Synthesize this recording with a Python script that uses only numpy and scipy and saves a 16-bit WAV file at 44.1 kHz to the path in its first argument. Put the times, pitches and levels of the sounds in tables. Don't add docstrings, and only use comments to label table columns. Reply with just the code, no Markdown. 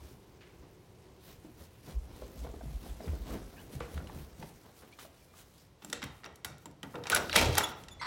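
import sys
import numpy as np
from scipy import signal
from scipy.io import wavfile

SR = 44100
rng = np.random.default_rng(int(sys.argv[2]) if len(sys.argv) > 2 else 0)


def put_to_file(sound):
    columns = np.atleast_2d(sound).T
    safe = np.clip(columns, -1, 1)
    whole_steps = np.round(safe * 32767)
    wavfile.write(sys.argv[1], SR, whole_steps.astype(np.int16))


N = 355446
TIME = np.arange(N) / SR
CUTOFF_HZ = 16200


def from_db(db):
    return 10 ** (np.asarray(db) / 20)


def rms_one(x):
    return x / np.sqrt(np.mean(x ** 2) + 1e-20)


def in_time(rows):
    s, *columns = np.transpose(rows)
    return [np.interp(TIME, s, column) for column in columns]


def at_hz(points, hz):
    point_hz, values = np.array(points).T
    return np.interp(np.log(hz), np.log(point_hz), values)


def add(out, s, sound):
    start = int(np.clip(s * SR, 0, N - 1))
    out[start:start + len(sound)] += sound[:N - start]


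def band(x, low_hz, high_hz):
    top = min(max(high_hz, low_hz * 1.1), .45 * SR)
    return signal.sosfilt(signal.butter(2, [low_hz, top], "band", fs=SR, output="sos"), x)


def resonate(x, hz, width_hz):
    r = np.exp(-np.pi * width_hz / SR)
    zeros = np.array([1, 0, -1]) * (1 - r * r) / 2
    poles = [1, -2 * r * np.cos(2 * np.pi * hz / SR), r * r]
    return signal.lfilter(zeros, poles, x + 1e-18)


def drift(rate, size):
    knots = rng.standard_normal(4096)
    return np.interp(TIME[:size] * rate, np.arange(len(knots)), knots)


def noise(spectrum, size, t60s=None, patchy_db=0):
    white = rng.standard_normal((2, size))
    edges = 24 * 2 ** np.arange(0, 9.6, .5)
    out, power = 0, 0
    for k, (low, high) in enumerate(zip(edges, edges[1:])):
        hz = np.sqrt(low * high)
        level = from_db(at_hz(spectrum, hz)) * np.sqrt(high - low)
        if t60s:
            change_db = -60 * TIME[:size] / at_hz(t60s, hz)
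        else:
            change_db = patchy_db * drift(25, size)
        out = out + level * rms_one(band(white[k % 2], low, high)) * from_db(change_db)
        power += level ** 2
    return out / np.sqrt(power)


def contact(low_hz, high_hz, decay_s):
    t = TIME[:SR // 4]
    envelope = np.exp(-t / decay_s) * (1 - np.exp(-t / 0.00055))
    envelope = envelope * from_db(2.2 * drift(850, len(t)))
    burst = band(rng.standard_normal(len(t)) * envelope + 1e-18, low_hz, high_hz)
    return burst * np.sqrt(decay_s * SR / 2 / np.sum(burst ** 2))


def contacts(rows):
    out = np.zeros(N)
    for s, db, low_hz, high_hz, decay_s in rows:
        add(out, s, from_db(db) * contact(low_hz, high_hz, decay_s))
    return out


def flexing(rows):
    out = np.zeros(N)
    for s, db, hz, half_s in rows:
        near = np.abs(TIME - s) < 4 * half_s
        t = TIME[near] - s
        swell = np.exp(-(t / half_s) ** 2)
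        out[near] += from_db(db) * swell * np.cos(2 * np.pi * hz * t)
    return out


def wood_knocks(rows, ring=0., crack_db=-11.5):
    out, t = np.zeros(N), TIME[:SR // 4]
    for s, db, hz, decay_s in rows:
        tone = np.sqrt(2) * np.sin(2 * np.pi * hz * t) * np.exp(-t / decay_s)
        dull = contact(hz / 1.79, hz * 1.18, decay_s)
        body = np.sqrt(1 - ring) * dull + np.sqrt(ring) * tone
        crack = contact(hz, hz * 2.35, 0.0043)
        add(out, s, from_db(db) * (body + from_db(crack_db) * crack))
    return out


def footfall_booms():
    # (time of crest [s], peak [dB], pitch [Hz], half length [s])
    footfall_rows = [(.03, -50.5, 69, 0.074), (.61, -50, 62, 0.017), (1.39, -48, 89, 0.0068),
                     (1.61, -51.5, 72.5, .021), (1.972, -26, 55, 0.021), (2.135, -42, 56.3, 0.011),
                     (2.24, -41.5, 55, 0.027), (2.425, -35, 58, .038), (2.50, -39, 57, 0.015),
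                     (2.565, -42, 62, 0.0085), (2.68, -37.5, 57, 0.059), (2.755, -29.5, 53, 0.018),
                     (2.91, -33, 53, 0.019), (3.098, -27.5, 72.4, 0.016), (3.138, -30.5, 63.4, 0.031),
                     (3.215, -36.5, 49.4, 0.034), (3.33, -37, 55.3, 0.039), (3.42, -42, 48, 0.04),
                     (3.765, -34.5, 73, 0.0061), (3.83, -42, 60.4, 0.027), (3.972, -32, 73.5, 0.026),
                     (4.04, -36.5, 76.5, 0.0077), (4.17, -43, 76.5, 0.021), (4.24, -45, 66.4, 0.043)]
    return flexing(footfall_rows)


def tread_knocks():
    # (time [s], level [dB], pitch [Hz])
    knock_rows = [(1.447, -42.5, 312), (2.221, -37, 527), (2.366, -42, 238), (2.447, -36, 474),
                  (2.467, -44, 765), (2.539, -38, 390), (2.6099, -41.5, 725), (2.635, -43, 248),
                  (2.657, -38, 147), (2.836, -45, 245), (3.004, -40, 607), (3.042, -39, 460),
                  (3.072, -36.5, 157), (3.132, -41, 403), (3.316, -43, 490), (3.352, -36.5, 383),
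                  (3.701, -51, 437), (3.736, -43.5, 287), (3.75, -40.5, 139), (3.804, -39.5, 3300),
                  (3.806, -33.5, 1160), (3.807, -35.5, 467), (3.977, -37.5, 1410), (3.956, -40, 142),
                  (3.978, -62, 252), (4.003, -39.5, 755), (4.072, -43.5, 2880), (4.096, -40, 840),
                  (4.16, -39, 154), (4.394, -41, 169.5), (4.426, -41, 880), (4.426, -40.5, 1600),
                  (4.988, -46, 1200), (5.049, -46.5, 660), (5.338, -53, 1210)]
    decay_s, pitch_hz, damping = 0.0047, 500, 0.77
    rows = [(s, db, hz, decay_s * (pitch_hz / hz) ** damping) for s, db, hz in knock_rows]
    return wood_knocks(rows, ring=.6)


def sole_brushes():
    # (time [s], level [dB], lowest [Hz], highest [Hz], decay [s])
    brush_rows = [(.408, -58.5, 1090, 3200, 0.068), (3.003, -56, 900, 2800, 0.0067),
                  (3.075, -54.5, 650, 2200, .03), (3.305, -53, 800, 1930, 0.047),
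                  (3.812, -49.5, 450, 2800, 0.036), (4.82, -56, 500, 1850, 0.018),
                  (4.925, -58, 2400, 4300, 0.009), (4.988, -50, 850, 4370, 0.026)]
    return contacts(brush_rows)


def on_tile(soles):
    tile_from_s, tile_cut_hz = 4.55, 260
    tiled = np.clip((TIME - tile_from_s) / .1, 0, 1)
    return (1 - tiled) * soles + tiled * band(soles, tile_cut_hz, CUTOFF_HZ)


def rubbing():
    # (time [s], soles [dB], cloth [dB])
    pace = [(0, -58, -70), (.85, -82, -73), (1.75, -65, -67.5), (2.4, -56.5, -65), (3.1, -56, -62),
            (4.15, -51, -62.5), (4.6, -70, -65.5), (5.5, -64.5, -68), (5.75, -94, -77), (8.06, -85, -81)]
    # (time of crest [s], level [dB], fade [s])
    scuff_rows = [(.01, -55.5, 0.053), (.63, -55.5, .08), (1.05, -56.5, 0.079), (1.29, -54.5, 0.11),
                  (1.47, -56.5, 0.067), (1.61, -51.5, 0.031), (1.893, -43.5, 0.04), (2.11, -51, 0.12),
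                  (2.24, -54, 0.058), (2.365, -51, 0.024), (2.46, -47, 0.055), (2.845, -48, 0.088),
                  (3.02, -48.5, 0.37), (3.281, -44.5, 0.12), (3.342, -40, 0.036), (3.61, -49.5, 0.017),
                  (3.816, -48.5, 0.067), (3.97, -48.5, 0.065), (4.14, -57, 0.71), (4.425, -48, 0.073),
                  (4.66, -52.5, 0.074), (4.84, -51, 0.062), (5.011, -55, 0.086)]
    # (time of crest [s], level [dB], half length [s])
    swish_rows = [(0.08, -62, 0.053), (1.288, -58, 0.053), (1.46, -67, 0.02), (1.62, -62, 0.046),
                  (1.89, -57.5, 0.045), (2.203, -62, 0.073), (2.406, -60, 0.059), (2.67, -63.5, 0.058),
                  (2.878, -57.5, 0.055), (3.09, -60, 0.056), (3.317, -55.5, 0.045), (3.617, -61, 0.027),
                  (3.746, -57, 0.023), (3.936, -57, 0.037), (4.193, -59.5, 0.066), (4.46, -62, 0.057),
                  (4.792, -60.5, 0.025), (5.028, -55.5, 0.029), (5.394, -57.5, 0.037), (5.6, -66, 0.063),
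                  (5.89, -61, 0.061), (6.18, -69, 0.077), (6.623, -67.5, 0.019), (6.93, -63.5, 0.062),
                  (7.254, -53, 0.14), (7.5, -57, 0.16), (7.695, -51.5, 0.019), (7.807, -61.5, 0.038)]
    # (frequency [Hz], density [dB per Hz])
    sole_colour = [(60, 4), (150, 1), (230, 0.5), (360, -3), (700, -9), (1300, -17.5), (2500, -25.5),
                   (5000, -27), (12000, -81)]
    # (frequency [Hz], density [dB per Hz])
    cloth_colour = [(300, 1), (1000, -3), (2500, -2.5), (5000, -3.5), (9000, -6), (15000, -7)]
    scuff_rise_s = 0.028
    swish_shape = 3
    sole_power, cloth_power = from_db(in_time(pace)) ** 2
    for s, db, fade_s in scuff_rows:
        near = np.abs(TIME - s) < 1
        t = TIME[near] - s
        bite = np.exp(-np.maximum(t / fade_s, -t / scuff_rise_s))
        sole_power[near] += (from_db(db) * bite) ** 2
    for s, db, half_s in swish_rows:
        near = np.abs(TIME - s) < 4 * half_s
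        swell = np.exp(-np.abs((TIME[near] - s) / half_s) ** swish_shape)
        cloth_power[near] += from_db(db) ** 2 * swell
    soles = np.sqrt(sole_power) * noise(sole_colour, N, patchy_db=1.8)
    cloth = np.sqrt(cloth_power) * noise(cloth_colour, N, patchy_db=2.0)
    return on_tile(soles) * from_db(1.8 * drift(200, N)) + cloth * from_db(1.9 * drift(300, N))


def chirps():
    # (time [s], length [s], start [Hz], end [Hz], width [Hz], level [dB])
    chirp_rows = [(3.017, 0.045, 5930, 4400, 180, -60), (3.044, 0.053, 3930, 3180, 350, -63),
                  (3.037, .065, 2500, 1940, 400, -65), (3.551, 0.08, 2140, 3540, 453, -58),
                  (3.554, 0.059, 1750, 1640, 300, -58), (4.91, 0.042, 2220, 2520, 200, -58),
                  (5.2, 0.045, 2390, 2310, 71, -64.5), (5.23, .16, 2380, 2390, 30, -77),
                  (7.307, 0.025, 5320, 2850, 1080, -37), (7.334, .018, 2090, 527, 444, -29)]
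    out = np.zeros(N)
    for s, length, start_hz, end_hz, width_hz, db in chirp_rows:
        size = int(length * SR)
        phase = 2 * np.pi * np.cumsum(np.geomspace(start_hz, end_hz, size)) / SR
        voice = drift(width_hz, size) * np.sin(phase) + drift(width_hz, size) * np.cos(phase)
        add(out, s, from_db(db) * np.hanning(size) * voice)
    return out


def lock():
    # (time [s], level [dB], lowest [Hz], highest [Hz], decay [s])
    click_rows = [(5.820, -49.5, 400, 4000, 0.012), (5.847, -38.5, 500, 15500, 0.0028),
                  (5.8995, -37.5, 1460, 11600, 0.0023), (5.928, -22, 1400, 8750, 0.0026),
                  (6.0185, -37, 700, 4530, 0.0049), (6.0275, -33, 950, 4400, 0.0045),
                  (6.038, -35.5, 960, 4560, 0.0048), (6.039, -36, 5030, 14000, 0.0025),
                  (6.234, -45, 910, 3000, 0.0042), (6.2425, -35, 1100, 4600, 0.0018),
                  (6.2595, -36.5, 685, 3100, 0.0019), (6.357, -44, 3500, 14500, 0.0023),
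                  (6.4465, -25.5, 950, 13800, 0.0035), (6.582, -45, 5270, 14400, 0.00087),
                  (6.657, -40, 700, 15500, 0.0018), (6.712, -52, 2000, 12000, 0.0013),
                  (6.8305, -38, 790, 11300, 0.002), (6.832, -43.5, 704, 2200, 0.0094),
                  (6.940, -45, 453, 1520, 0.017), (6.955, -35, 500, 3030, 0.0027),
                  (7.0372, -36, 690, 4840, 0.0028), (7.055, -39, 700, 3000, 0.0074),
                  (7.069, -31, 750, 5960, 0.006), (7.099, -15.5, 750, 12900, 0.0013),
                  (7.117, -24.5, 500, 6050, 0.011), (7.1475, -15.5, 3700, 13500, 0.0023),
                  (7.161, -21, 900, 7500, 0.0048), (7.1675, -26, 2500, 15000, 0.0026),
                  (7.1705, -32, 700, 6000, 0.0024), (7.2955, -24.5, 1370, 4070, 0.0019),
                  (7.3284, -20, 1300, 4300, 0.0018), (7.355, -20, 1230, 7840, 0.0058),
                  (7.3595, -13, 1410, 4930, 0.0042), (7.3624, -14.5, 2000, 12400, 0.0029),
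                  (7.412, -27, 604, 4500, 0.0023), (7.419, -32, 700, 6000, 0.0035),
                  (7.455, -29, 2010, 6960, 0.0092), (7.5516, -25, 700, 8850, 0.0036),
                  (7.570, -26, 600, 4970, 0.019), (7.577, -22, 1500, 14900, 0.0054),
                  (7.581, -10.5, 740, 14100, 0.0027), (7.605, -26, 450, 2500, 0.0038),
                  (7.837, -43, 1520, 7000, 0.0026), (7.8835, -40, 900, 7500, 0.0036)]
    # (frequency [Hz], width [Hz], gain [dB])
    case_modes = [(847, 200, 0), (1300, 260, -2), (1900, 130, -3), (2280, 70, -7), (2680, 110, -6),
                  (3180, 110, -6), (3720, 160, -2), (5600, 240, -6), (7500, 200, -6), (10250, 300, -7)]
    clicks = contacts(click_rows)
    case = sum(from_db(db) * resonate(clicks, hz, width) for hz, width, db in case_modes)
    return 0.5 * clicks + case


def pings():
    # (time [s], level [dB], pitch [Hz], time to fall 60 dB [s])
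    ping_rows = [(5.847, -36.5, 7540, 0.018), (5.847, -43.5, 780, 0.041), (5.928, -29, 3600, 0.018),
                 (5.928, -36, 1890, 0.026), (6.028, -34.5, 2040, 0.0386), (6.262, -42, 5700, 0.016),
                 (6.448, -36, 1884, 0.024), (6.657, -41.5, 7460, 0.022), (6.831, -30.5, 3120, 0.0086),
                 (6.657, -42.5, 937, 0.044), (7.148, -14, 10250, 0.009), (7.363, -13, 11000, 0.0086),
                 (7.359, -15, 1925, 0.025), (7.366, -24, 2290, 0.05), (7.581, -19, 1265, 0.014),
                 (7.638, -31, 3402, 0.12), (7.636, -33, 10200, .04), (7.93, -56, 3445, .3)]
    out, t = np.zeros(N), TIME[:SR // 4]
    for s, db, hz, t60 in ping_rows:
        add(out, s, from_db(db - 60 * t / t60) * np.sin(2 * np.pi * hz * t))
    return out


def hand_thuds():
    # (time [s], level [dB], pitch [Hz], decay [s])
    thud_rows = [(5.825, -52, 252, 0.16), (5.93, -41, 480, 0.0084), (6.03, -42, 230, 0.017),
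                 (6.04, -45.5, 112, 0.04), (6.259, -49.5, 614, 0.011), (6.447, -50, 150, 0.058),
                 (6.657, -51, 276, 0.046), (6.832, -45.5, 251, 0.046), (6.942, -47, 138, 0.098),
                 (6.945, -41.5, 497, 0.045), (7.492, -32.5, 520, 0.017), (7.582, -31, 636, 0.0052),
                 (7.599, -38, 603, 0.0083)]
    return wood_knocks(thud_rows)


def uneven_sizes(spread_db, surge_db=0):
    sizes_db = spread_db * np.minimum(rng.exponential(1, N), 3) + surge_db
    return from_db(sizes_db) * rng.choice([-1, 1], N)


def chatter(ticks_per_s=170):
    # (time [s], level [dB], decay [s])
    chatter_rows = [(6.02, -46, 0.018), (7.10, -40, 0.028), (7.15, -36, 0.022), (7.365, -37.5, 0.05),
                    (7.585, -48, 0.039)]
    level = np.zeros(N)
    for s, db, decay_s in chatter_rows:
        level += from_db(db) * (TIME > s) * np.exp(-np.abs(TIME - s) / decay_s)
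    ticks = (rng.random(N) < ticks_per_s / SR) * uneven_sizes(spread_db=3)
    tick_sound = contact(1300, 11000, 0.000053)
    return level * rms_one(signal.fftconvolve(ticks, tick_sound)[:N])


def seal(slips_per_s=1400, surges_per_s=130):
    # (time [s], crackle [dB])
    peel = [(7.33, -44), (7.365, -28.5), (7.385, -27.5), (7.42, -36), (7.435, -32), (7.455, -39),
            (7.49, -44), (7.56, -42), (7.62, -72)]
    # (frequency [Hz], width [Hz], gain [dB])
    edge_modes = [(430, 94, -9), (585, 75, 10.5), (915, 40, 9), (1350, 170, 3), (2220, 530, 3.5),
                  (2650, 580, 0.5), (3230, 190, 4), (3900, 340, 0), (4640, 330, -13), (8000, 4400, -33)]
    peel_db, = in_time(peel)
    sizes = uneven_sizes(spread_db=2.5, surge_db=2.5 * drift(surges_per_s, N))
    slips = sizes * (rng.random(N) < slips_per_s / SR)
    crackle = rms_one(sum(from_db(db) * resonate(slips, hz, width) for hz, width, db in edge_modes))
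    peeling = (TIME > peel[0][0]) * (TIME < peel[-1][0])
    return from_db(peel_db) * crackle * peeling


def door_leaf():
    # (time [s], level [dB])
    blow_rows = [(5.931, -46), (6.03, -47.5), (6.25, -46.5), (6.447, -45), (6.659, -52), (6.833, -48),
                 (7.10, -31), (7.116, -36), (7.172, -28.5), (7.358, -21), (7.411, -24.5), (7.585, -37)]
    # (frequency [Hz], density [dB per Hz])
    leaf_colour = [(25, -24), (45, 1), (80, 6.5), (190, 0.5), (350, 1.5), (600, 3), (1000, -2.5),
                   (2000, -2.5), (4000, 2), (7000, -8), (16000, -16)]
    # (frequency [Hz], time to fall 60 dB [s])
    leaf_t60 = [(60, 0.64), (300, 0.78), (1000, 0.33), (3000, 0.026), (12000, 0.054)]
    # (frequency [Hz], level [dB])
    leaf_modes = [(246, -20.5), (345, -17.5), (439, -28), (464, -13.5), (590, -14.5), (707, -19),
                  (903, -24)]
    ring_s = .42
    out, t = np.zeros(N), TIME[:SR]
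    for s, db in blow_rows:
        modes = sum(from_db(level) * np.sin(2 * np.pi * hz * t) * rng.choice([-1, 1])
                    for hz, level in leaf_modes)
        ringing = modes * from_db(-60 * t / ring_s)
        onset = 1 - np.exp(-t / 0.00063)
        add(out, s, from_db(db) * (noise(leaf_colour, SR, leaf_t60) + ringing) * onset)
    return out


def door_flex():
    # (time of crest [s], peak [dB], pitch [Hz], half length [s])
    flex_rows = [(7.36, -36.5, 108, 0.004), (7.445, -35, 48.6, 0.073), (7.465, -32.5, 83.5, 0.094),
                 (7.492, -28.5, 121, 0.017), (7.535, -44, 83, 0.025)]
    return flexing(flex_rows)


def squeaks():
    # (time [s], length [s], base pitch [Hz], arch of pitch [octaves], level [dB],
    #  fall per harmonic [dB], roughness [0-1])
    squeak_rows = [(7.126, 0.013, 1240, 0.3, -20, 22, 0.04), (7.142, 0.012, 1370, 0.12, -22.5, 24, 0.1),
                   (7.152, 0.026, 1400, 0.03, -32, 12, 0.5), (7.634, 0.016, 3390, 0.006, -32.5, 4.5, 0.08),
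                   (7.909, 0.032, 3440, 0.025, -51, 5.5, 0.025),
                   (7.996, 0.018, 2100, -0.02, -45.5, 6, 0.05)]
    out, harmonics = np.zeros(N), np.arange(1, 6)[:, None]
    for s, length, hz, arch, db, fall_db, rough in squeak_rows:
        size = int(length * SR)
        swell = np.sin(np.linspace(0, 1, size) * np.pi).clip(0)
        pitch = hz * 2 ** (arch * swell + 0.56 * rough * drift(605, size))
        phase = 2 * np.pi * np.cumsum(pitch) / SR
        partials = np.sin(harmonics * phase) * from_db(-fall_db * (harmonics - 1))
        rasp = 2.0 * rough * rms_one(band(rng.standard_normal(size), 480, 3400))
        add(out, s, from_db(db) * np.sqrt(swell) * (partials.sum(axis=0) + rasp))
    return out


def hinge(slip_s=0.0007, jitter=.75, count=200):
    # (time [s], level [dB])
    grind = [(8.009, -74), (8.014, -39), (8.032, -37.5), (8.045, -43.5), (8.06, -36)]
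    # (frequency [Hz], width [Hz], gain [dB])
    hinge_modes = [(980, 123, 5.5), (1270, 130, 2.5), (1440, 150, 1.5), (2070, 360, -3), (3400, 800, -10.5),
                   (4150, 470, -5.5), (4640, 280, -6), (5400, 260, -12.5), (7940, 860, -23)]
    grind_db, = in_time(grind)
    start_s = grind[0][0]
    times = start_s + np.cumsum(slip_s * np.exp(jitter * rng.standard_normal(count)))
    slips = np.bincount((times * SR).astype(int), minlength=N)[:N]
    creak = sum((-1) ** k * from_db(db) * resonate(slips, hz, width)
                for k, (hz, width, db) in enumerate(hinge_modes))
    return from_db(grind_db) * creak / np.std(creak[TIME > start_s])


def hall(x):
    # (frequency [Hz], time to fall 60 dB [s])
    hall_t60 = [(100, 0.7), (500, 0.62), (2000, 0.51), (5000, 0.45), (10000, 0.19), (16000, 0.28)]
    # (frequency [Hz], density [dB per Hz])
    hall_colour = [(60, 2), (300, 7), (1500, 3), (4000, -1.5), (8000, 0), (16000, -3.5)]
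    tail = noise(hall_colour, SR, hall_t60) * (1 - np.exp(-TIME[:SR] / 0.00048))
    return signal.fftconvolve(x, tail / np.sqrt(np.sum(tail ** 2)))[:N]


def lock_echoes(count=4):
    return sum(hall(lock()) for _ in range(count)) / np.sqrt(count)


def house():
    # (time [s], level [dB])
    air = [(1.0, -58), (4.2, -62), (5.5, -60.5), (7.5, -59.5), (7.9, -54)]
    # (frequency [Hz], density [dB per Hz])
    air_colour = [(25, -16), (50, -3), (80, 0.5), (145, -1), (260, -14.5), (380, -5), (520, -15),
                  (900, -16.5), (1400, -25), (2500, -26.5), (6000, -33), (16000, -54)]
    air_db, = in_time(air)
    hum = rms_one(resonate(rng.standard_normal(N), 370, 32))
    drone = hum * from_db(-64.0) / (1 + (TIME / 1.57) ** 4)
    return from_db(air_db) * noise(air_colour, N) + drone


def scene():
    wood = tread_knocks() + hand_thuds() + sole_brushes()
    booms = footfall_booms() + door_flex()
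    rattle, leaf = chatter() + seal(), door_leaf()
    tones = squeaks() + chirps() + pings() + hinge()
    to_hall = from_db(-11.0) * wood + from_db(-10.5) * rattle + from_db(-23.5) * leaf
    to_hall = to_hall + from_db(-16) * booms + from_db(-15) * tones
    metal = lock() + from_db(-7.5) * lock_echoes()
    near = wood + metal + rattle + tones + leaf + booms + rubbing()
    return (near + hall(to_hall) + house())[None]


def record(dry):
    thin = signal.sosfilt(signal.butter(4, 30, "high", fs=SR, output="sos"), dry)
    return signal.sosfilt(signal.ellip(10, .2, 80, CUTOFF_HZ, fs=SR, output="sos"), thin)


dry = scene()
out = record(dry)
put_to_file(out)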